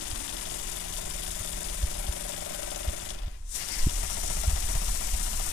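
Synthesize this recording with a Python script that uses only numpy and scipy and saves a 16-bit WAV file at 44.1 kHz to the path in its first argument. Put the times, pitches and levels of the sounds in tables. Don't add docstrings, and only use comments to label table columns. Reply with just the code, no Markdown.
import sys
import numpy as np
from scipy import signal
from scipy.fft import rfft, irfft
from scipy.io import wavfile
from scipy.ndimage import uniform_filter1d

SR = 44100
rng = np.random.default_rng(int(sys.argv[2]) if len(sys.argv) > 2 else 0)


def int16_out(signal):
    q = np.round(np.clip(np.atleast_2d(signal).T, -1, 1) * 32767)
    wavfile.write(sys.argv[1], SR, q.astype(np.int16))


N = 243431
TIME = np.arange(N) / SR
FREQS_HZ = np.fft.rfftfreq(N, 1 / SR)


def gain_of(db):
    return 10 ** (np.asarray(db) / 20)


def unit_rms(x):
    return x / np.sqrt(np.mean(x ** 2) + 1e-20)


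def automation(rows):
    times_s, *columns = np.transpose(rows)
    return [np.interp(TIME, times_s, column) for column in columns]


def ramp(start_s, seconds):
    return np.clip((TIME - start_s) / seconds, 0, 1)


def eq_curve(points):
    hz, values = np.transpose(points)
    return np.interp(np.log(FREQS_HZ + 1), np.log(hz + 1), values)


def coloured(x, eq):
    return unit_rms(irfft(rfft(x) * gain_of(eq_curve(eq)), N))


def wander(hz):
    return unit_rms(irfft(rfft(rng.standard_normal(N)) * np.exp(-(FREQS_HZ / hz) ** 2), N))


def by_direction(pair, reverse):
    return pair[0] + reverse * (pair[1] - pair[0])


# freq_hz, gain_db
RUMBLE_EQ = [(5, -2.5), (20, -1), (36, 2.5), (55, -8), (80, -12.5), (110, -26.5), (160, -37.5),
             (300, -42.5), (800, -66)]
# time_s, level_db
RUMBLE_LEVEL = [(0, -43.5), (1.0, -38.5), (1.8, -36), (2.5, -44.5), (3.25, -34.5), (3.65, -44.5),
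                (4.0, -31.5), (5.15, -31.5), (5.5, -33.5)]
# centre_s, level_db, pitch_hz, tilt_db_per_octave
CAMERA_BUMPS = [(0.132, -29.5, 71, -25), (1.411, -29, 66, -31), (1.842, -17, 56, -21),
                (2.096, -20, 54, -22), (2.886, -19, 57, -28), (3.282, -30, 59, -7.5),
                (3.841, -17.5, 14, -24), (3.872, -16, 58.4, -2.5), (4.484, -14, 61, -19),
                (4.537, -18.5, 55, -19), (4.65, -20.5, 47, -23), (4.761, -20.5, 30, -4.5),
                (5.144, -19.5, 40, -25)]


def handling():
    out = coloured(rng.standard_normal(N), RUMBLE_EQ) * gain_of(automation(RUMBLE_LEVEL)[0])
    for centre_s, level_db, pitch_hz, tilt_db in CAMERA_BUMPS:
        for octave in range(3):
            cycles = (TIME - centre_s) * pitch_hz * 2 ** octave
            near = abs(cycles) < 3
            swing = np.cos(2 * np.pi * cycles[near] + octave * np.pi / 2)
            envelope = np.exp(-(cycles[near] / 0.56) ** 2)
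            out[near] -= gain_of(level_db + octave * tilt_db) * swing * envelope
    return out


def room(x, t60_s):
    t = np.arange(SR // 3) / SR
    taps = rng.choice([-1, 1], len(t)) * (rng.random(len(t)) < 2000 / SR)
    taps = taps * (t > .002) * gain_of(-60 * t / t60_s)
    return signal.oaconvolve(x, taps / np.linalg.norm(taps))[:N]


# freq_hz, gain_db
SHADOW_EQ = [(100, 3), (300, 3), (600, -8), (1000, -10), (2000, -11), (4000, -18.5), (7000, -20.5),
             (9300, -18.5), (12000, -20), (15000, -19)]
# freq_hz, amplitude_share
DIRECT_SHARE = [(150, 0.65), (600, 0.92), (1000, 0.39), (4000, 0.27), (12000, 0.065)]


def far_microphone(x, lag_s, twist_rad):
    share = np.clip(eq_curve(DIRECT_SHARE), 0, 1)
    midrange = np.exp(-np.log((FREQS_HZ + 1) / 650) ** 2 / 0.57)
    phase = 2 * np.pi * FREQS_HZ * lag_s + twist_rad * midrange
    direct = share * np.exp(-1j * phase) * rfft(x)
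    diffuse = np.sqrt(1 - share ** 2) * rfft(room(x, t60_s=0.074))
    return irfft((direct + diffuse) * gain_of(eq_curve(SHADOW_EQ)), N)


SHUT_AT_S, SHUT_S, OPEN_AT_S, OPEN_S = 3.105, .19, 3.452, .066


def cylinder_pressure_db(drain_db_per_s=48.5):
    drained_s = np.clip(TIME, SHUT_AT_S, OPEN_AT_S) - SHUT_AT_S
    refill = ramp(start_s=3.505, seconds=0.075)
    return -drain_db_per_s * drained_s * (1 - refill)


# stroke_harmonic, resonance_hz, width_hz, level_db
HUM_RESONANCES = [(7, 166.5, 9, -51), (12, 267, 16, -51), (15, 344, 36, -48.5), (18, 423, 40, -60),
                  (42, 1000, 40, -61), (43, 1012, 40, -63)]


def table_hum(strokes):
    rate_hz = uniform_filter1d(np.gradient(strokes), size=8000) * SR
    smooth_strokes = rate_hz.cumsum() / SR
    out = np.zeros(N)
    for harmonic, resonance_hz, width_hz, level_db in HUM_RESONANCES:
        detuning = 2 * (harmonic * rate_hz - resonance_hz) / width_hz
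        level = gain_of(level_db + 1.2 * wander(12)) / (1 + detuning ** 2)
        phase = 2 * np.pi * (harmonic * smooth_strokes + rng.random()) + 0.16 * wander(10)
        out += level * np.sin(phase)
    return out * gain_of(cylinder_pressure_db())


def wet_steam(eq, drops_per_s, drops_db, patchy_db):
    drops = rng.random(N) < drops_per_s / SR
    sizes_db = 3.4 * np.minimum(rng.exponential(1, N), 4.5)
    spit = unit_rms(drops * gain_of(sizes_db) * rng.choice([-1, 1], N))
    spectrogram = signal.stft(rng.standard_normal(N) + gain_of(drops_db) * spit, nperseg=256)[2]
    patches = uniform_filter1d(rng.standard_normal(spectrogram.shape), size=9, axis=0)
    patches = unit_rms(uniform_filter1d(patches, size=14, axis=1))
    hiss = signal.istft(spectrogram * gain_of(patchy_db * patches), nperseg=256)[1][:N]
    return coloured(hiss, eq)


# centre_s, level_db, half_length_s
SPURTS = [(3.558, -38, .012), (3.618, -35, 0.028), (3.685, -38.5, .018), (3.737, -32, 0.026),
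          (3.796, -34.5, .015), (3.828, -40, .012)]
# freq_hz, gain_db
SPURT_EQ = [(600, -15), (1400, -13), (2000, 2), (2600, -3), (3400, -8), (4200, -5.5), (4900, 2), (6200, -6),
            (10000, -14)]


def splutter():
    level = sum(gain_of(level_db) * np.exp(-((TIME - centre_s) / half_length_s) ** 2)
                for centre_s, level_db, half_length_s in SPURTS)
    return level * wet_steam(SPURT_EQ, drops_per_s=250, drops_db=-3.5, patchy_db=2.0)


# time_s, leak_db, fizz_boost_db, exhaust_db
STEAM_LEVELS = [(0, -35.5, -2.5, -40), (1.5, -35, -0.5, -42), (2.6, -37, 0.5, -41.5),
                (3.05, -36.5, -4, -42.5), (3.8, -32, -3.5, -42.5), (4.4, -31, -4, -41.5),
                (5.5, -31, -1, -41.5)]
# stroke_share, leak_forward_db, leak_reverse_db, exhaust_forward_db, exhaust_reverse_db
VALVE_CHOP = [(0, 0.5, 1.5, 2, 3.5), (.12, 2.5, 0.7, 0.5, 2), (.25, -1, -0.5, 2.5, 6), (.37, 2, -2, 0, 3.5),
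              (.48, 1, 2.5, -0.5, -2), (.56, -4, 0.2, -1, 2.5), (.68, -2.7, 2, -5, 2),
              (.78, 2.4, -1, 4, 3.5), (.88, 3, -7, 0.5, 2.5)]
# freq_hz, gain_db
LEAK_FORWARD_EQ = [(1500, -16), (3000, -49), (3500, -2), (4200, -14), (5000, -4.5), (7300, 2.5),
                   (8700, 0.5), (9300, 5.5), (9900, -1.5), (10700, 2.5), (12200, -9), (13200, -5.5),
                   (13800, -9), (15200, -17)]
# freq_hz, gain_db
LEAK_REVERSE_EQ = [(1500, -26.5), (3000, -9.5), (4300, -7.5), (5350, -3), (5750, 2.5), (6250, -1.5),
                   (7200, 1.5), (9200, 2), (9900, -0.5), (10700, -0.5), (12000, -6), (13000, -3),
                   (13900, -9), (15200, -14)]
# freq_hz, gain_db
EXHAUST_EQ = [(100, 1), (220, -7.5), (350, -1.5), (480, -1), (650, 1.5), (1000, -1), (1450, -4.5),
              (1900, -1.5), (2500, -1.5), (3500, -4.5), (5000, -7.5), (9000, -16)]
SHUT_DB, CHOKE_DB, FIZZ_ABOVE_HZ = -20, -6, 10000
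SURGE_AT_S, SURGE_HALF_S, SURGE_DB = 3.558, 0.022, 5.5


def steam(strokes, reverse):
    leak_db, fizz_db, exhaust_db = automation(STEAM_LEVELS)
    reopened = ramp(OPEN_AT_S, OPEN_S)
    shut = (1 - (1 - ramp(SHUT_AT_S, SHUT_S)) ** 2) * (1 - reopened)
    choke = ramp(start_s=3.06, seconds=.09) * (1 - reopened)
    surge_db = SURGE_DB * np.exp(-((TIME - SURGE_AT_S) / SURGE_HALF_S) ** 2)
    leak_db += SHUT_DB * shut + surge_db + 0.22 * wander(10)
    fizz_db += CHOKE_DB * choke + 0.38 * surge_db + 0.42 * wander(15)

    share, *flows = np.transpose(VALVE_CHOP)
    forward_db, reverse_db, *puffs_db = (np.interp(strokes, share, flow, period=1) for flow in flows)
    forward_hiss = wet_steam(LEAK_FORWARD_EQ, drops_per_s=1900, drops_db=-3.5, patchy_db=1.2)
    forward_hiss *= gain_of(forward_db + 0.88 * wander(79))
    reverse_hiss = wet_steam(LEAK_REVERSE_EQ, drops_per_s=1400, drops_db=-7, patchy_db=0)
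    reverse_hiss *= gain_of(reverse_db + 0.95 * wander(44))
    leak = gain_of(leak_db) * (np.sqrt(1 - reverse) * forward_hiss + np.sqrt(reverse) * reverse_hiss)
    fizz = signal.sosfiltfilt(signal.butter(4, FIZZ_ABOVE_HZ, "high", fs=SR, output="sos"), leak)
    leak += fizz * (gain_of(fizz_db + 1.03 * wander(36)) - 1)

    exhaust = wet_steam(EXHAUST_EQ, drops_per_s=700, drops_db=-16.5, patchy_db=0.73)
    exhaust_db += cylinder_pressure_db() + by_direction(puffs_db, reverse)
    return leak + exhaust * gain_of(exhaust_db)


def blows(strokes, share, scatter_db, jitter_s):
    onsets = np.flatnonzero(np.diff(np.floor(strokes - share)) > 0)
    late, size = rng.standard_normal((128, 2))[:len(onsets)].T
    onsets += (late * jitter_s * SR).astype(int)
    out = np.zeros(N)
    out[np.clip(onsets, 0, N - 1)] = gain_of(scatter_db * np.clip(size, -2, 1.5))
    return out


def chatter(hits, decay_s):
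    pole = np.exp(-2 / (decay_s * SR))
    energy = signal.lfilter([1 - pole], [1, -pole], hits ** 2)
    return np.sqrt(energy) * rng.standard_normal(N)


def ring(drive, modes, reverse):
    t, out = np.arange(SR // 4) / SR, np.zeros(N)
    for k, (pitch_hz, *gains_db, t60_s) in enumerate(modes):
        mode = (-1) ** k * np.sin(2 * np.pi * pitch_hz * t) * gain_of(-60 * t / t60_s)
        out += signal.oaconvolve(drive * gain_of(by_direction(gains_db, reverse)), mode)[:N]
    return out


# pitch_hz, forward_db, reverse_db, t60_s
ROD_MODES = [(2860, -10, -0.5, 0.012), (3430, -1, 5, 0.0067), (3777, -4.5, 4.5, 0.006),
             (4720, -6, -1, 0.0071), (5570, -8, 5.5, 0.0076), (7640, -9, -4, 0.0009)]
# stroke_share, forward_db, reverse_db
ROD_PLAY = [(.02, 4.5, 4.5), (0.199, -12, 0.5), (0.679, 5, -4.5), (.88, -3.5, 0.5)]
# start_s, strength_db
ROD_CLACKS = [(0.0554, -22), (0.367, -20), (0.937, -20), (1.6427, -20), (1.6986, -24), (2.0672, -20),
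              (2.6305, -19.5), (2.716, -21), (3, -22), (3.1044, -16), (3.1875, -26.5), (4.496, -25),
              (4.5588, -23)]
TICK_FORWARD_DB, TICK_REVERSE_DB, TICK_FADE_DB_PER_S = -41.5, -43.5, 1.22


def rod_ticks(strokes, reverse):
    hits = np.zeros(N)
    for share, *play_db in ROD_PLAY:
        strength = gain_of(by_direction(play_db, reverse))
        hits += strength * blows(strokes, share, scatter_db=3.5, jitter_s=0.00056)
    ticks = unit_rms(ring(hits + .5 * chatter(hits, decay_s=0.0027), ROD_MODES, reverse))
    ticks_db = by_direction((TICK_FORWARD_DB, TICK_REVERSE_DB), reverse)
    ticks_db += cylinder_pressure_db() - TICK_FADE_DB_PER_S * TIME
    hard_hits = np.zeros(N)
    for start_s, strength_db in ROD_CLACKS:
        hard_hits[round(start_s * SR)] = gain_of(strength_db)
    clacks = ring(hard_hits + 0.33 * chatter(hard_hits, decay_s=0.0019), ROD_MODES, reverse)
    return gain_of(ticks_db) * ticks + gain_of(-4.5) * clacks


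# time_s, level_db
KNOCK_FORCE = [(0, -53.5), (.95, -49.5), (2.18, -45.5), (2.66, -42.5), (2.84, -42.5), (3.05, -46.5),
               (3.6, -49), (3.92, -52.5), (4.06, -42.5), (4.8, -44.5), (5.52, -46.5)]
# pitch_hz, forward_db, reverse_db, t60_s
BASE_MODES = [(585, -6, -9, 0.05), (641, 2, -0.5, 0.05), (719, 1, -2, 0.048), (820, -9, -5, 0.058),
              (935, -30, -10, 0.13), (1005, -21, -16, 0.1), (1197, -24, -4, 0.034), (1385, -18, -13, 0.14),
              (1537, -17, -30, 0.17), (1927, -14, -14, 0.031)]
# pitch_hz, forward_db, reverse_db, t60_s
HOLLOW_MODES = [(599, 0, -11.5, 0.075), (699.5, -6.5, -2, 0.071)]
# pitch_hz, forward_db, reverse_db, t60_s
TABLE_MODES = [(154.3, -13, 15, 0.089), (268, -10.5, -24, 0.19), (373, -2.5, 6, 0.14), (411, -2, -16, 0.17),
               (505, -11, -6, .08)]
# freq_hz, gain_db
CHUFF_EQ = [(130, -2), (450, -14), (600, 2), (740, 5), (900, -9), (1250, -2), (1500, -18.5), (2100, -2.5),
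            (3000, -17.5)]
CHUFF_FORWARD_DB, CHUFF_REVERSE_DB = -5, 0
HOLLOW_DB, HOLLOW_GROWTH, USUAL_FORCE_DB = -47.5, 1.84, -46.5


def piston_knocks(strokes, reverse):
    hits = blows(strokes, share=0, scatter_db=1.45, jitter_s=.0001)
    rebound = blows(strokes, share=0.17, scatter_db=0.5, jitter_s=0.00055) * (0.16 + 0.11 * reverse)
    scrape = (0.58 + 0.28 * reverse) * chatter(hits + rebound, decay_s=0.011)
    clank = unit_rms(ring(hits + rebound + scrape, BASE_MODES, reverse))
    thud = gain_of(-10.5) * unit_rms(ring(hits + scrape, TABLE_MODES, reverse))
    hollow = unit_rms(ring(hits + 0.062 * scrape, HOLLOW_MODES, reverse)) * (1 - reverse)
    chuff = coloured(chatter(hits + rebound, decay_s=0.038), CHUFF_EQ)
    chuff *= gain_of(by_direction((CHUFF_FORWARD_DB, CHUFF_REVERSE_DB), reverse))
    force_db = automation(KNOCK_FORCE)[0] + 0.51 * cylinder_pressure_db()
    hollow_db = HOLLOW_DB + HOLLOW_GROWTH * (force_db - USUAL_FORCE_DB)
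    return gain_of(force_db) * (clank + chuff + thud) + gain_of(hollow_db) * hollow


# time_s, travel_turns
CRANK_TRAVEL = [(0, -.13), (.383, 2), (.726, 4), (2.588, 15), (3.275, 19), (3.552, 19.25), (3.615, 19.5),
                (3.895, 20.5), (4.167, 21.5), (4.433, 22.5), (4.688, 23.5), (5.199, 25.5), (5.53, 26.76)]
# time_s, reverse_share
LEVER_THROW = [(3.3, 0.088), (3.47, 0.84)]
STROKES_PER_TURN = 4


def scene():
    strokes = STROKES_PER_TURN * automation(CRANK_TRAVEL)[0]
    reverse = np.clip(automation(LEVER_THROW)[0], 0, 1)
    engine = steam(strokes, reverse) + splutter()
    engine += piston_knocks(strokes, reverse) + rod_ticks(strokes, reverse) + table_hum(strokes)
    left = engine + gain_of(-13.5) * room(engine, t60_s=0.09)
    right = far_microphone(engine, lag_s=26 / SR, twist_rad=.8)
    return np.array([left, right]) + handling()


def record(dry, cutoff_hz=15250):
    lowpass = signal.firwin(511, cutoff_hz, window=("kaiser", 9), fs=SR)
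    return signal.oaconvolve(dry, lowpass[None], "same")


dry = scene()
out = record(dry)
int16_out(out)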